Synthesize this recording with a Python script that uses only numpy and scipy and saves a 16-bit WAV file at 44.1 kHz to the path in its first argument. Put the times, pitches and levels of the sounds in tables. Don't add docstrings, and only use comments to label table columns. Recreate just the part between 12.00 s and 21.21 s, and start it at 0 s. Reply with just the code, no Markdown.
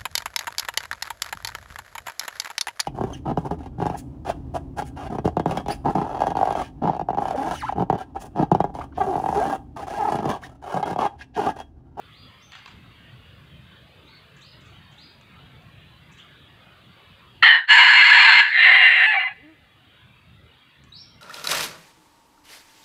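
import sys
import numpy as np
from scipy import signal
from scipy.fft import rfft, irfft
from scipy.io import wavfile
from scipy.ndimage import uniform_filter1d, minimum_filter1d, map_coordinates

SR = 44100
rng = np.random.default_rng(int(sys.argv[2]) if len(sys.argv) > 2 else 0)


def waveform_to_disk(signal):
    frames = np.transpose(np.atleast_2d(signal))
    scaled = np.clip(frames, -1, 1) * 32767
    samples = np.round(scaled).astype(np.int16)
    wavfile.write(sys.argv[1], SR, samples)


def attenuation_scalar(level_db):
    decades = np.asarray(level_db, float) / 20
    return 10 ** decades


N = 406161

# [t/s, level/dB]
EFFORT = [
    [(5.42, -56.5), (5.426, -9), (5.432, 0.5), (5.452, -3), (5.48, -5), (5.556, -11.5), (5.59, -19),
     (5.622, -30), (5.635, -33.5), (5.665, -43.5)],
    [(5.67, -46), (5.69, -20), (5.704, -6.5), (5.95, -10.5), (6.2, -8), (6.405, -10.5), (6.428, -16),
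     (6.448, -20), (6.495, -26.5), (6.58, -24.5)],
    [(6.51, -18), (6.55, -17.5), (6.58, -15), (6.604, -10), (6.758, -9.5), (6.996, -13), (7.15, -14)],
    [(7.12, -15), (7.174, -19), (7.258, -24), (7.316, -30), (7.35, -61.5)],
]
# [f/Hz, width/Hz, level/dB]
PIPE = [
    [(1070, 110, -14.5), (1300, 16, -24.5), (1801, 190, -3), (1927, 200, -3), (2440, 50, -24.5),
     (2920, 92, -12), (3080, 90, -4.5), (3400, 200, -20.5), (4126, 150, -20.5), (4320, 76, -19)],
    [(964, 91, -8.5), (1695, 110, 1), (1986, 70, -4), (2090, 100, -1.5), (2360, 81, -7), (2700, 20, -0.5),
     (2880, 110, -2.5), (3280, 78, -16), (4020, 55, -17.5), (4240, 110, -8.5), (5020, 71, -30.5)],
    [(760, 44, -14.5), (1050, 90, -18), (1810, 91, -2), (1934, 270, -1.5), (2082, 50, 1.5),
     (2400, 160, -11), (2666, 91, -11), (2785, 75, -1.5), (3160, 130, -17.5), (3973, 90, -12.5)],
    [(757, 52, -2.5), (1104, 110, -16.5), (1725, 180, -6), (1990, 78, 0), (2390, 120, -9), (2776, 69, -3.5),
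     (3240, 54, -13.5), (4026, 72, -13)],
]
# [f/Hz, level/dB per Hz]
BODY = [
    [(240, -86), (400, -51), (866, -12.5), (1490, -29), (1920, 7.5), (2260, -16), (2920, -14), (4110, -26),
     (5600, -50), (7280, -83.5), (12300, -120)],
    [(240, -82), (400, -48.5), (946, -14), (1300, -14), (1680, -2), (2920, -8), (3720, -17), (4340, -17.5),
     (5600, -46.5), (7280, -81.5), (12300, -120)],
    [(240, -80), (400, -36.5), (751, -17), (1210, -35.5), (2050, 2.5), (2260, -11), (2760, -11.5),
     (4070, -21.5), (5600, -61), (7280, -94.5), (12300, -120)],
    [(240, -76), (400, -32.5), (672, -26), (751, -30.5), (936, -21), (2340, -1.5), (2980, -22.5),
     (4160, -23.5), (5600, -63.5), (7280, -105), (12300, -120)],
]
# [f/Hz, width/Hz, level/dB]
BEAK = [
    [(5400, 820, -53), (7200, 650, -53.5), (8100, 350, -49), (10400, 2520, -65.5), (13500, 5000, -69.5)],
    [(5040, 410, -32), (5200, 200, -32), (6150, 350, -36.5), (6620, 350, -43.5), (7170, 500, -30.5),
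     (8000, 800, -43.5), (8630, 460, -40.5), (11000, 3400, -67.5), (13600, 1000, -65.5),
     (14940, 900, -58.5)],
    [(5050, 400, -47), (6000, 900, -65), (7150, 400, -54), (7620, 700, -47), (8250, 260, -42),
     (9250, 450, -51.5), (10400, 350, -55), (10940, 300, -62), (11850, 400, -65.5), (13360, 1700, -66.5),
     (15100, 900, -61.5)],
    [(5060, 600, -67), (7560, 1000, -59.5), (8300, 400, -53), (9300, 490, -64), (10460, 700, -70.5)],
]
# [mean beat rate/Hz, fade in/s, fade out/s, resonance shift at start/%, at end/%]
PARTS = [
    (960, 0.012, 0.014, 1.3, -6.5),
    (892, 0.011, 0.064, 1.2, -1.5),
    (900.6, 0.05, 0.045, 0.061, -1),
    (864, 0.033, .02, 1, 1),
]
# [brightness above 3 kHz/dB, its drift/(dB/s), beak level/dB, its drift/(dB/s)]
MOUTH = [
    (-1, -18, -2.5, -5.5),
    (1.5, -5, -1, -2.5),
    (-3, 10.5, -6, 7.5),
    (2, 17.5, 0, -34.5),
]
# [shift at start/%, settled shift/%, time constant/s]
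BEAK_SLIDE = [
    (4.5, -8, 0.16),
    (0.5, 0.5, .4),
    (-4, -0.5, 0.11),
    (0, -1.5, .2),
]
# [t/s, length/s, level/dB]
TIPS = [(5.685, .1, 4), (5.885, .07, 4.5), (5.955, .07, -7), (6.055, .045, -5), (6.13, .04, 3),
        (6.215, .03, 6.5), (6.27, .06, 4), (6.35, .055, -5), (6.41, .04, 5), (6.57, .05, 3.5),
        (6.63, .03, -1.5), (6.68, .04, 2), (6.74, .06, -3), (6.93, .05, -2.5), (7.0, .04, 3)]
# [t/s, length/s, level/dB]
CHEST = [(5.76, .09, 4.5), (5.875, .03, -6.5), (6.02, .05, -5.5), (6.28, .05, 3), (6.5, .08, -8.5),
         (6.565, .095, -6), (6.675, .05, 3), (6.75, .03, 4.5), (6.87, .1, -2.5), (7.11, .028, -6),
         (7.04, .025, -5), (7.14, .03, 3), (7.195, .012, -10.5)]
# [t/s, length/s, level/dB]
RINGS = [(5.695, .03, 3), (5.73, .065, -4), (5.87, .07, -3), (5.95, .07, 2), (6.04, .08, -3),
         (6.2, .08, -3), (6.49, .085, -12), (6.615, .045, 3), (6.69, .1, -4), (6.805, .075, 3),
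         (6.88, .03, -5), (6.915, .085, 3), (7.12, .06, -4), (7.19, .04, 3), (7.232, .03, -9),
         (7.3, .05, -6)]
# [t/s, length/s, level/dB]
BRIDGE = [
    (6.44, .125, 5),
]
# [t/s, length/s, f/Hz, level/dB, ducking of the hoarse voice/dB]
LOCKS = [(5.431, 0.0076, 1355, 2.5, -13.5), (6.025, 0.021, 1690, -10, -6.5), (6.115, 0.013, 1705, -3, -13),
         (6.452, 0.11, 1740, -30.5, -1.5), (6.495, 0.051, 1825, -28, -2), (5.692, .055, 1715, -16, -1.5),
         (5.745, .048, 1670, -16, -1.5), (5.895, .06, 1690, -17, -1.5), (6.07, .03, 2130, -17, -1.5),
         (6.215, .03, 1670, -16, -2), (6.36, .04, 2110, -18, -1.5), (6.405, .035, 1690, -17, -2),
         (6.58, .04, 1850, -17, -2), (5.72, .055, 1990, -19, -1), (5.835, .045, 2010, -19, -1),
         (5.955, .06, 2130, -18, -1), (6.68, .04, 1830, -18, -1), (6.76, .045, 2090, -18, -1),
         (6.935, .04, 2090, -19, -1.5), (7.064, .044, 866, -17, -14), (7.102, .036, 856, -20, -5),
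         (7.166, .027, 763, -19, -12), (7.203, .026, 1045, -29.5, -2.5), (7.242, 0.032, 1018, -22.5, -11),
         (7.262, 0.016, 758, -49, 0), (7.286, 0.044, 835, -38.5, -8)]
# [f/Hz, level/dB]
LOCK_COLOUR = [(760, -4), (860, -13), (1000, -16), (1400, -10), (1530, -14), (1700, 0), (2300, 1),
               (2600, -6), (3050, -26), (3450, -21), (4300, -28), (5200, -52), (6500, -70), (7800, -38),
               (8800, -50), (12000, -62)]
# [t/s, f/Hz, level/dB]
GROAN = [(7.365, 200, -70), (7.385, 215, -60), (7.415, 265, -58), (7.445, 300, -50), (7.5, 322, -49),
         (7.527, 322, -50), (7.552, 280, -64), (7.58, 270, -75)]
# [f/Hz, level/dB]
GROAN_COLOUR = [(210, 0.5), (300, 15.5), (430, 14), (620, 3), (900, -8), (1300, -9)]
# [t/s, length/s, lift/dB]
GRUMBLES = [(5.72, .055, 17), (5.78, .07, 18), (6.09, .03, 14), (6.2, .03, 14), (6.285, .035, 15),
            (6.34, .06, 10), (6.85, .22, 13)]
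# [t/s, low f/Hz, top f/Hz, end f/Hz, level/dB, hold/s]
BIRDS = [(.118, 3010, 4770, 3360, -63, .045), (2.066, 3500, 4430, 3800, -60.5, .045),
         (2.412, 3550, 4980, 3350, -60, .04), (2.974, 3470, 4880, 3400, -58.5, 0.037)]
# [t/s, length/s, f/Hz, end f/Hz, level/dB]
GLIDING_NOTES = [(.2, .03, 4550, 3450, -62), (.22, 0.2, 4880, 4780, -72), (.398, .036, 5150, 6250, -67),
                 (0.424, 0.038, 6280, 6050, -60), (.465, .055, 6020, 5920, -70), (0.523, .12, 6000, 6000, -82),
                 (0.223, 0.064, 3460, 3210, -56), (0.274, 0.05, 1103, 895, -59), (2.04, .06, 6300, 6400, -82),
                 (2.72, 0.058, 3010, 3080, -58), (8.804, 0.031, 1110, 1110, -60.5),
                 (8.885, 0.024, 6200, 6150, -72), (8.92, 0.018, 3880, 3910, -42),
                 (8.934, 0.042, 4060, 5330, -46.5), (8.973, 0.068, 5330, 5670, -52),
                 (9.045, .03, 5550, 5300, -62)]
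# [t/s, crackle level/dB, leaf body level/dB, t60/s, rise/s]
LEAVES = [(0.52, -56, -41, 0.11, 0.00027), (.527, -72, -38, 0.56, 0.0046), (.54, -62, -50, .06, .002),
          (0.552, -57, -41.5, 0.13, 0.00045), (0.588, -61, -44, 0.07, .003),
          (0.66, -61, -37, 0.074, 0.00035), (0.689, -62, -47, .1, .002), (.702, -66, -44, 0.3, 0.004),
          (0.676, -55, -39, 0.093, .001), (2.364, -56, -59, 0.15, .003), (2.405, -49, -60, 0.15, .02),
          (2.605, -58, -58, 0.14, .01), (2.644, -55, -58, 0.29, .025), (2.911, -56, -45, 0.14, 0.016),
          (2.97, -56, -61, 0.25, .02), (3.2115, -54, -50, 0.025, .001), (3.6207, -63, -53, 0.08, 0.0055),
          (4.114, -48, -56, 0.13, 0.016), (4.169, -51, -40, 0.17, 0.016), (4.204, -64, -41, 0.093, 0.017),
          (8.8374, -53.5, -47.5, 0.059, 0.00075)]
# [f/Hz, level/dB]
CRACKLE = [(4500, -21), (6000, 1.5), (7500, 1.5), (8500, -11), (10000, -33), (12000, -74)]
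# [f/Hz, level/dB]
LEAF = [(300, -100), (700, -13.5), (1200, -7.5), (3000, -4.5), (4800, -15), (6000, -41), (8000, -73)]
# [t/s, peak level/dB]
SNAPS = [(.5203, -34), (0.5535, -31), (.5595, -36), (.587, -37), (.6598, -28), (.679, -38)]
# [f/Hz, level/dB, t60/s]
TWIG = [(1150, -6, .05), (1600, -8, .02), (2600, -3.5, .022), (3300, -8, .015), (4600, -9, .014),
        (6200, -18, .008)]
# [t/s, centre f/Hz, level/dB]
SWISH = [(4.17, 2700, -68), (4.2, 3214, -43), (4.26, 3216, -58), (4.38, 3540, -56), (4.45, 3500, -59)]
# [t/s, level/dB]
WIND = [(0, -52), (1.3, -50), (2.3, -54.5), (5.4, -54.5), (7.3, -55.5), (7.85, -60), (8.45, -53.5),
        (8.5, -63), (8.75, -64.5), (8.8, -53.5), (9.21, -56)]
# [t/s, level/dB]
GUSTS = [(.25, 7.5), (.49, 1.5), (.75, 3.5), (.89, 0), (1.02, 6.5), (1.14, 6), (1.37, 1), (1.55, 6),
         (2.36, 5), (3.02, 6), (3.45, 7), (3.78, 9), (4.2, -1), (4.89, 7.5), (5.1, 9), (9.17, 7)]
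# [f/Hz, level/dB per Hz]
RUMBLE = [(12, -46.5), (20, -15.5), (27, -21), (72, 2), (129, 4.5), (157, 2), (270, -10), (535, -22),
          (600, -19), (780, -27.5), (1320, -120)]
# [f/Hz, level/dB per Hz]
FOREST = [(150, -29), (250, -5), (530, -7), (830, -9), (1230, -4.5), (1700, -6), (2500, -5.5), (3300, -5),
          (3900, -8.5), (4150, -18), (4500, -14), (4900, -21.5), (5200, -31.5), (7000, -70.5)]
# [t/s, level/dB]
HISS = [(0, -71.5), (9.21, -73)]
# [f/Hz, level/dB per Hz]
HISS_COLOUR = [(300, -1.6), (5000, -0.27), (8000, 1), (15000, -1)]
# [f/Hz, t60/s]
TREES = [(500, 0.47), (3000, 0.48), (8000, 0.48)]
# [t/s, level/dB]
GAIN = [(0, -0.5), (5.44, 0), (5.52, -19), (7.2, -20.5), (7.33, -6), (7.8, -3.5), (9.21, -4.5)]
# [t/s, level/dB]
OVERLOADS = [(5.433, -36), (5.437, -40.5), (5.452, -42), (5.477, -42), (5.706, -44), (5.736, -53.5),
             (5.801, -45), (6.015, -46.5), (6.112, -51.5), (6.13, -43.5), (6.693, -51), (6.726, -53)]

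BEAK_PER_DB, BRIGHT_PER_DB = 0.23, 0.16
TIP_DB, TIP_HZ = -1, 20
STRAND_PER_DB = 0.3
STEADY, STEADY_S = 0.38, .02
EVEN, EVEN_S = .6, .008
LOCK_DULL_DB = 1.5
LOCK_TOP_PER_DB, LOCK_FULL_DB = 3, -17
TOP_DUCK = .3
GRUMBLE_DB, INSECTS_DB = -74, -54
RISE_HZ_PER_S, DROP_S, LOW_DB_PER_KHZ = 30000, 0.026, 5.5
DROP_DB, NOTE_FADE_DB = -3, -4
SNAP_DB, SNAP_S = 13, 0.0012
GUST_S = 0.057


def crow():
    sway = .4 * wobble(14)
    tip_db, chest_db, ring_db = moments(TIPS), moments(CHEST), moments(RINGS)
    parts = zip(EFFORT, MOUTH, PIPE, BEAK, BODY, PARTS, BEAK_SLIDE)
    hoarse = sum(hoarse_part(*part, sway, tip_db, chest_db, ring_db) for part in parts)
    hoarse += (attenuation_scalar(moments(BRIDGE)) - 1) * band(hoarse, 1950, 2950)
    kept = signal.sosfiltfilt(signal.butter(4, 4700, "high", fs=SR, output="sos"), hoarse)
    kept += signal.sosfiltfilt(signal.butter(2, [2700, 2920], "band", fs=SR, output="sos"), hoarse)
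    clear, duck_db = locked_tones()
    ducked = (hoarse - kept) * attenuation_scalar(duck_db) + kept * attenuation_scalar(TOP_DUCK * duck_db)
    voice = ducked * attenuation_scalar(0.74 * wobble(30)) + clear
    return signal.sosfilt(signal.butter(3, 480, "high", fs=SR, output="sos"), voice)


def hoarse_part(rows, mouth, pipe, beak, body, part, slide, sway, tip_db, chest_db, ring_db):
    rate_hz, rise, fall, shift, end_shift = part
    start, end = rows[0][0], rows[-1][0]
    span = slice(round(start * SR), round(end * SR))
    level_db = curves(rows)[0][span]
    n = len(level_db)
    t = np.arange(n) / SR
    effort_db = level_db - np.median(level_db)
    bright_db = mouth[0] + mouth[1] * t + BRIGHT_PER_DB * effort_db
    beak_db = mouth[2] + mouth[3] * t + BEAK_PER_DB * effort_db

    source = beats(n + SR // 4, rate_hz, scatter=.35, size_db=2.5)
    low = mottled(coloured(source, lambda hz: throat(pipe, body, hz)), patchy_db=2.2, size=6)
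    top = coloured(source, lambda hz: beak_gain(beak, hz))
    top = mottled(top, patchy_db=2, size=2)

    settling = np.exp(-t / max(slide[2], .01))
    opening = 1 + (slide[1] + (slide[0] - slide[1]) * settling + sway[span]) / 100
    top = map_coordinates(top, [SR // 8 + np.cumsum(opening)], order=5)
    speed = 1 + (np.linspace(shift, end_shift, n) + sway[span]) / 100
    low = map_coordinates(low, [SR // 8 + np.cumsum(speed)], order=5)

    edge = signal.sosfilt(signal.butter(6, 3200, "high", fs=SR, output="sos"), low)
    chest, narrow = band(low, 650, 1150), band(low, 2640, 3000)
    strand, upper = band(low, 1450, 1880), band(low, 1880, 2250)
    strand_db = TIP_DB * wobble(TIP_HZ, n) + np.clip(-STRAND_PER_DB * effort_db, -3, 8) + tip_db[span] / 2
    low = low - strand - upper
    low += attenuation_scalar(strand_db) * evened(strand) + attenuation_scalar(-tip_db[span] / 2) * evened(upper)
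    low += (attenuation_scalar(chest_db[span]) - 1) * chest
    low += attenuation_scalar(ring_db[span]) * evened(narrow) - narrow

    knots = np.arange(0, n, 250)
    rasp = attenuation_scalar(1.3 * np.interp(np.arange(n), knots, rng.standard_normal(len(knots))))
    voice = (low + (attenuation_scalar(bright_db) - 1) * edge + attenuation_scalar(beak_db) * rasp * top) / np.std(low)
    swell = np.abs(uniform_filter1d(voice ** 2, size=round(STEADY_S * SR))) + .05
    out = np.zeros(N)
    out[span] = attenuation_scalar(level_db) * unit(voice / swell ** (STEADY / 2))
    return out * np.sqrt(gate(start, end, rise, fall))


def beats(n, rate_hz, scatter, size_db):
    draw = rng.standard_normal((int(n / SR * 1500), 2))
    at = np.cumsum(np.exp(scatter * draw[:, 0])) * SR / rate_hz
    whole = np.floor(at)[:, None] + np.arange(-7, 9)
    offset = whole - at[:, None]
    pulse = np.sinc(offset) * np.cos(np.pi * offset / 16) ** 2 * attenuation_scalar(size_db * draw[:, 1:])
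    return np.bincount(whole.ravel().astype(int) + 8, pulse.ravel(), n)[:n]


def throat(modes, body, hz):
    return np.sqrt(resonances(modes, hz) / (1 + (hz / 4900) ** 12) + attenuation_scalar(2 * (along(body, hz) - 4.5)))


def beak_gain(modes, hz):
    return np.sqrt(resonances(modes, hz, order=3) / (1 + (5000 / (hz + 1)) ** 8))


def resonances(modes, hz, order=2):
    return sum(attenuation_scalar(2 * db) / (1 + (1.5 * (hz - c) / w) ** 2) ** order for c, w, db in modes)


def locked_tones():
    clear, duck_db, tremor = np.zeros(N), np.zeros(N), 1 + 0.0022 * wobble(140)
    colour = [(f, level - LOCK_DULL_DB * max(f / 1000 - 3, 0)) for f, level in LOCK_COLOUR]
    for s, length, hz, db, hoarse_db in LOCKS:
        span = slice(round(s * SR), round((s + length) * SR))
        on = gate(s, s + length, 0.0059)
        top_db = LOCK_TOP_PER_DB * min(db - LOCK_FULL_DB, 0)
        dulled = [(f, level + (f > 5000) * top_db) for f, level in colour]
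        clear[span] += attenuation_scalar(db) * tone(hz * tremor[span], dulled, count=14) * on[span]
        duck_db += hoarse_db * on
    return clear, duck_db


def tone(pitch_hz, colour, count):
    phase = 2 * np.pi * np.cumsum(pitch_hz) / SR
    harmonics = range(1, count + 1)
    return unit(sum(attenuation_scalar(along(colour, k * pitch_hz)) * np.sin(k * phase + k * k) for k in harmonics))


def groan():
    start, end = GROAN[0][0], GROAN[-1][0]
    span = slice(round(start * SR), round(end * SR))
    hz, db = (c[span] for c in curves(GROAN))
    note = np.zeros(N)
    note[span] = attenuation_scalar(db) * tone(hz * (1 + 0.015 * wobble(52, len(hz))), GROAN_COLOUR, count=4)
    return gate(start, end, 0.012) * note


def grumble():
    lift_db = moments(GRUMBLES)
    air = unit(band(rng.standard_normal(N), 300, 560))
    return (lift_db > 0) * attenuation_scalar(GRUMBLE_DB + lift_db + 3 * wobble(40)) * air


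def birds():
    out, husk = np.zeros(N), wobble(400)
    calls = []
    for s, low, top, end, db, hold in BIRDS:
        times = s + np.cumsum([0, (top - low) / RISE_HZ_PER_S, hold, .004, DROP_S])
        carry_db = LOW_DB_PER_KHZ * np.array([top - low, 0, 0, 0, top - end]) / 1000
        calls.append((times, [low, top, top, top - 200, end], db + carry_db + [0, 0, 0, DROP_DB, DROP_DB]))
    for s, length, hz, end, db in GLIDING_NOTES:
        calls.append(([s, s + length], [hz, end], [db, db + NOTE_FADE_DB]))
    for s, pitch, level in calls:
        span = slice(round(s[0] * SR), round(s[-1] * SR))
        t = np.arange(N)[span] / SR
        hz, db = np.interp(t, s, pitch), np.interp(t, s, level)
        phase = 2 * np.pi * np.cumsum(hz * (1 + 0.0094 * husk[span])) / SR
        octave = attenuation_scalar(-28 - np.clip((hz - 4000) / 25, 0, 30)) * np.sin(2 * phase)
        out[span] += attenuation_scalar(db + 3) * gate(s[0], s[-1], .004, .008)[span] * (np.sin(phase) + octave)
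    return out


def leaves():
    edge, body, t = np.zeros(N + SR), np.zeros(N + SR), np.arange(SR // 4) / SR
    for s, db, body_db, t60, rise in LEAVES:
        spiky_db = 6.2 * rng.standard_normal(len(t))
        grains = rng.standard_normal((2, len(t))) * attenuation_scalar(spiky_db - 60 * t / max(t60, .005))
        grains *= np.clip(t / max(rise, 1e-4), 0, 1) * attenuation_scalar(SNAP_DB * np.exp(-t / SNAP_S))
        edge[round(s * SR):][:len(t)] += attenuation_scalar(db - 3.0) * grains[0]
        body[round(s * SR):][:len(t)] += attenuation_scalar(body_db + 2.0) * grains[1]
    crackle = coloured(edge[:N], lambda hz: attenuation_scalar(along(CRACKLE, hz)))
    flap = coloured(body[:N], lambda hz: attenuation_scalar(along(LEAF, hz)))
    return crackle + mottled(flap, patchy_db=4, size=1)


def twig():
    out, t = np.zeros(N), np.arange(SR // 20) / SR
    for (s, db), vary in zip(SNAPS, rng.normal(0, 1, (len(SNAPS), len(TWIG)))):
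        ring = np.zeros(len(t))
        for (hz, level, t60), v in zip(TWIG, vary):
            ring += attenuation_scalar(level + 2.8 * v - 60 * t / t60) * np.sin(2 * np.pi * hz * (1 + .03 * v) * t)
        out[round(s * SR):][:len(t)] += attenuation_scalar(db - 7.5) * ring
    return out


def branch():
    hz, db = curves(SWISH)
    carrier = np.sin(2 * np.pi * np.cumsum(hz) / SR)
    return attenuation_scalar(db) * gate(SWISH[0][0], SWISH[-1][0], .01) * unit(wobble(900)) * carrier


def echoes(x, stretch=1):
    hz, t, z = signal.stft(rng.standard_normal(SR), SR, nperseg=256)
    decay = attenuation_scalar(-60 * t / (stretch * along(TREES, hz))[:, None])
    tail = signal.istft(z * decay, SR, nperseg=256)[1]
    return signal.fftconvolve(x, tail / np.linalg.norm(tail))[:N]


def floor():
    s, db = np.transpose(GUSTS)
    puffs = np.bincount((s * SR).astype(int), db, N)
    gust_db = signal.fftconvolve(puffs, np.bartlett(round(2 * GUST_S * SR)), "same")
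    lumps = attenuation_scalar(1.5 * wobble(18) + 2 * wobble(6))
    wind = attenuation_scalar(curves(WIND)[0] + gust_db) * unit(lumps * rush(RUMBLE, patchy_db=2.0))
    insects = attenuation_scalar(INSECTS_DB + .6 * wobble(5)) * rush(FOREST, patchy_db=4.2)
    hiss = attenuation_scalar(curves(HISS)[0]) * rush(HISS_COLOUR, patchy_db=0.5)
    gain = attenuation_scalar(curves(GAIN)[0])
    after = np.arange(N) > 7.3 * SR
    return np.where(after, 1, gain) * wind + gain * insects + np.sqrt(gain) * hiss


def rush(spectrum, patchy_db):
    x = mottled(rng.standard_normal(N + SR), patchy_db, size=9)
    return unit(coloured(x, lambda hz: attenuation_scalar(along(spectrum, hz))))[SR // 2:][:N]


def mottled(x, patchy_db, size):
    z = signal.stft(x, nperseg=1024)[2]
    field = uniform_filter1d(rng.standard_normal(z.shape), size=3, axis=0)
    field = uniform_filter1d(field, size=size, axis=1)
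    return signal.istft(z * attenuation_scalar(patchy_db * unit(field)), nperseg=1024)[1][:len(x)]


def coloured(x, gain):
    size = 8192
    ceps = irfft(np.log(gain(np.fft.rfftfreq(size, 1 / SR)) + 1e-7))
    ceps[1:size // 2] *= 2
    ceps[size // 2 + 1:] = 0
    return signal.fftconvolve(x, irfft(np.exp(rfft(ceps))))[:len(x)]


def band(x, lo_hz, hi_hz):
    return signal.sosfiltfilt(signal.butter(3, [lo_hz, hi_hz], "band", fs=SR, output="sos"), x)


def evened(x):
    swell = np.abs(uniform_filter1d(unit(x) ** 2, size=round(EVEN_S * SR))) + .1
    return np.std(x) * unit(x / swell ** (EVEN / 2))


def moments(rows):
    t = np.arange(0, N / SR, .002)
    steps = 0
    for s, length, db in rows:
        steps = steps + db * np.clip(np.minimum(t - s, s + length - t) / .012 + .3, 0, 1)
    return np.interp(np.arange(N) / SR, t, steps)


def curves(rows):
    s, *cols = np.transpose(rows)
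    return [np.interp(np.arange(N) / SR, s, c) for c in cols]


def along(points, hz):
    f, v = np.transpose(points)
    return np.interp(np.log(hz + 1), np.log(f + 1), v)


def gate(start, end, fade, fade_out=None):
    t = np.arange(N) / SR
    return np.clip(np.minimum((t - start) / fade, (end - t) / (fade_out or fade)), 0, 1)


def wobble(rate, n=N):
    return map_coordinates(rng.standard_normal(int(n * rate / SR) + 4), [np.arange(n) * rate / SR])


def unit(x):
    return x / np.sqrt(np.mean(x ** 2) + 1e-20)


def scene():
    rooster, far, near = crow() + groan(), birds(), leaves() + branch()
    returning = attenuation_scalar(curves(GAIN[2:])[0])
    wet = attenuation_scalar(-22) * returning * echoes(rooster, stretch=2.5)
    wet += attenuation_scalar(-25) * echoes(rooster, stretch=.9)
    wet += attenuation_scalar(-13) * echoes(rooster, stretch=.12)
    wet += attenuation_scalar(4.0) * echoes(far)
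    wet += attenuation_scalar(-8) * echoes(near)
    direct = rooster + attenuation_scalar(-5) * far + near + twig()
    return (direct + wet + floor() + grumble())[None]


def top_cut(x):
    return signal.sosfilt(signal.butter(12, 15750, fs=SR, output="sos"), x)


def record(dry):
    hold = 90
    need = np.minimum(1, .97 / (np.abs(dry) + 1e-9))
    need = minimum_filter1d(need, size=2 * hold + 1, axis=1)
    out = dry * uniform_filter1d(need, size=hold, axis=1)
    tick = np.hanning(12) + .3 * np.hanning(12) ** 12
    for s, db in OVERLOADS:
        out[:, round(s * SR):][:, :12] += attenuation_scalar(db + 22.5) * tick
    out = signal.sosfiltfilt(signal.cheby2(24, 40, 15870, fs=SR, output="sos"), out)
    return top_cut(out)


dry = scene()
out = record(dry)
waveform_to_disk(out)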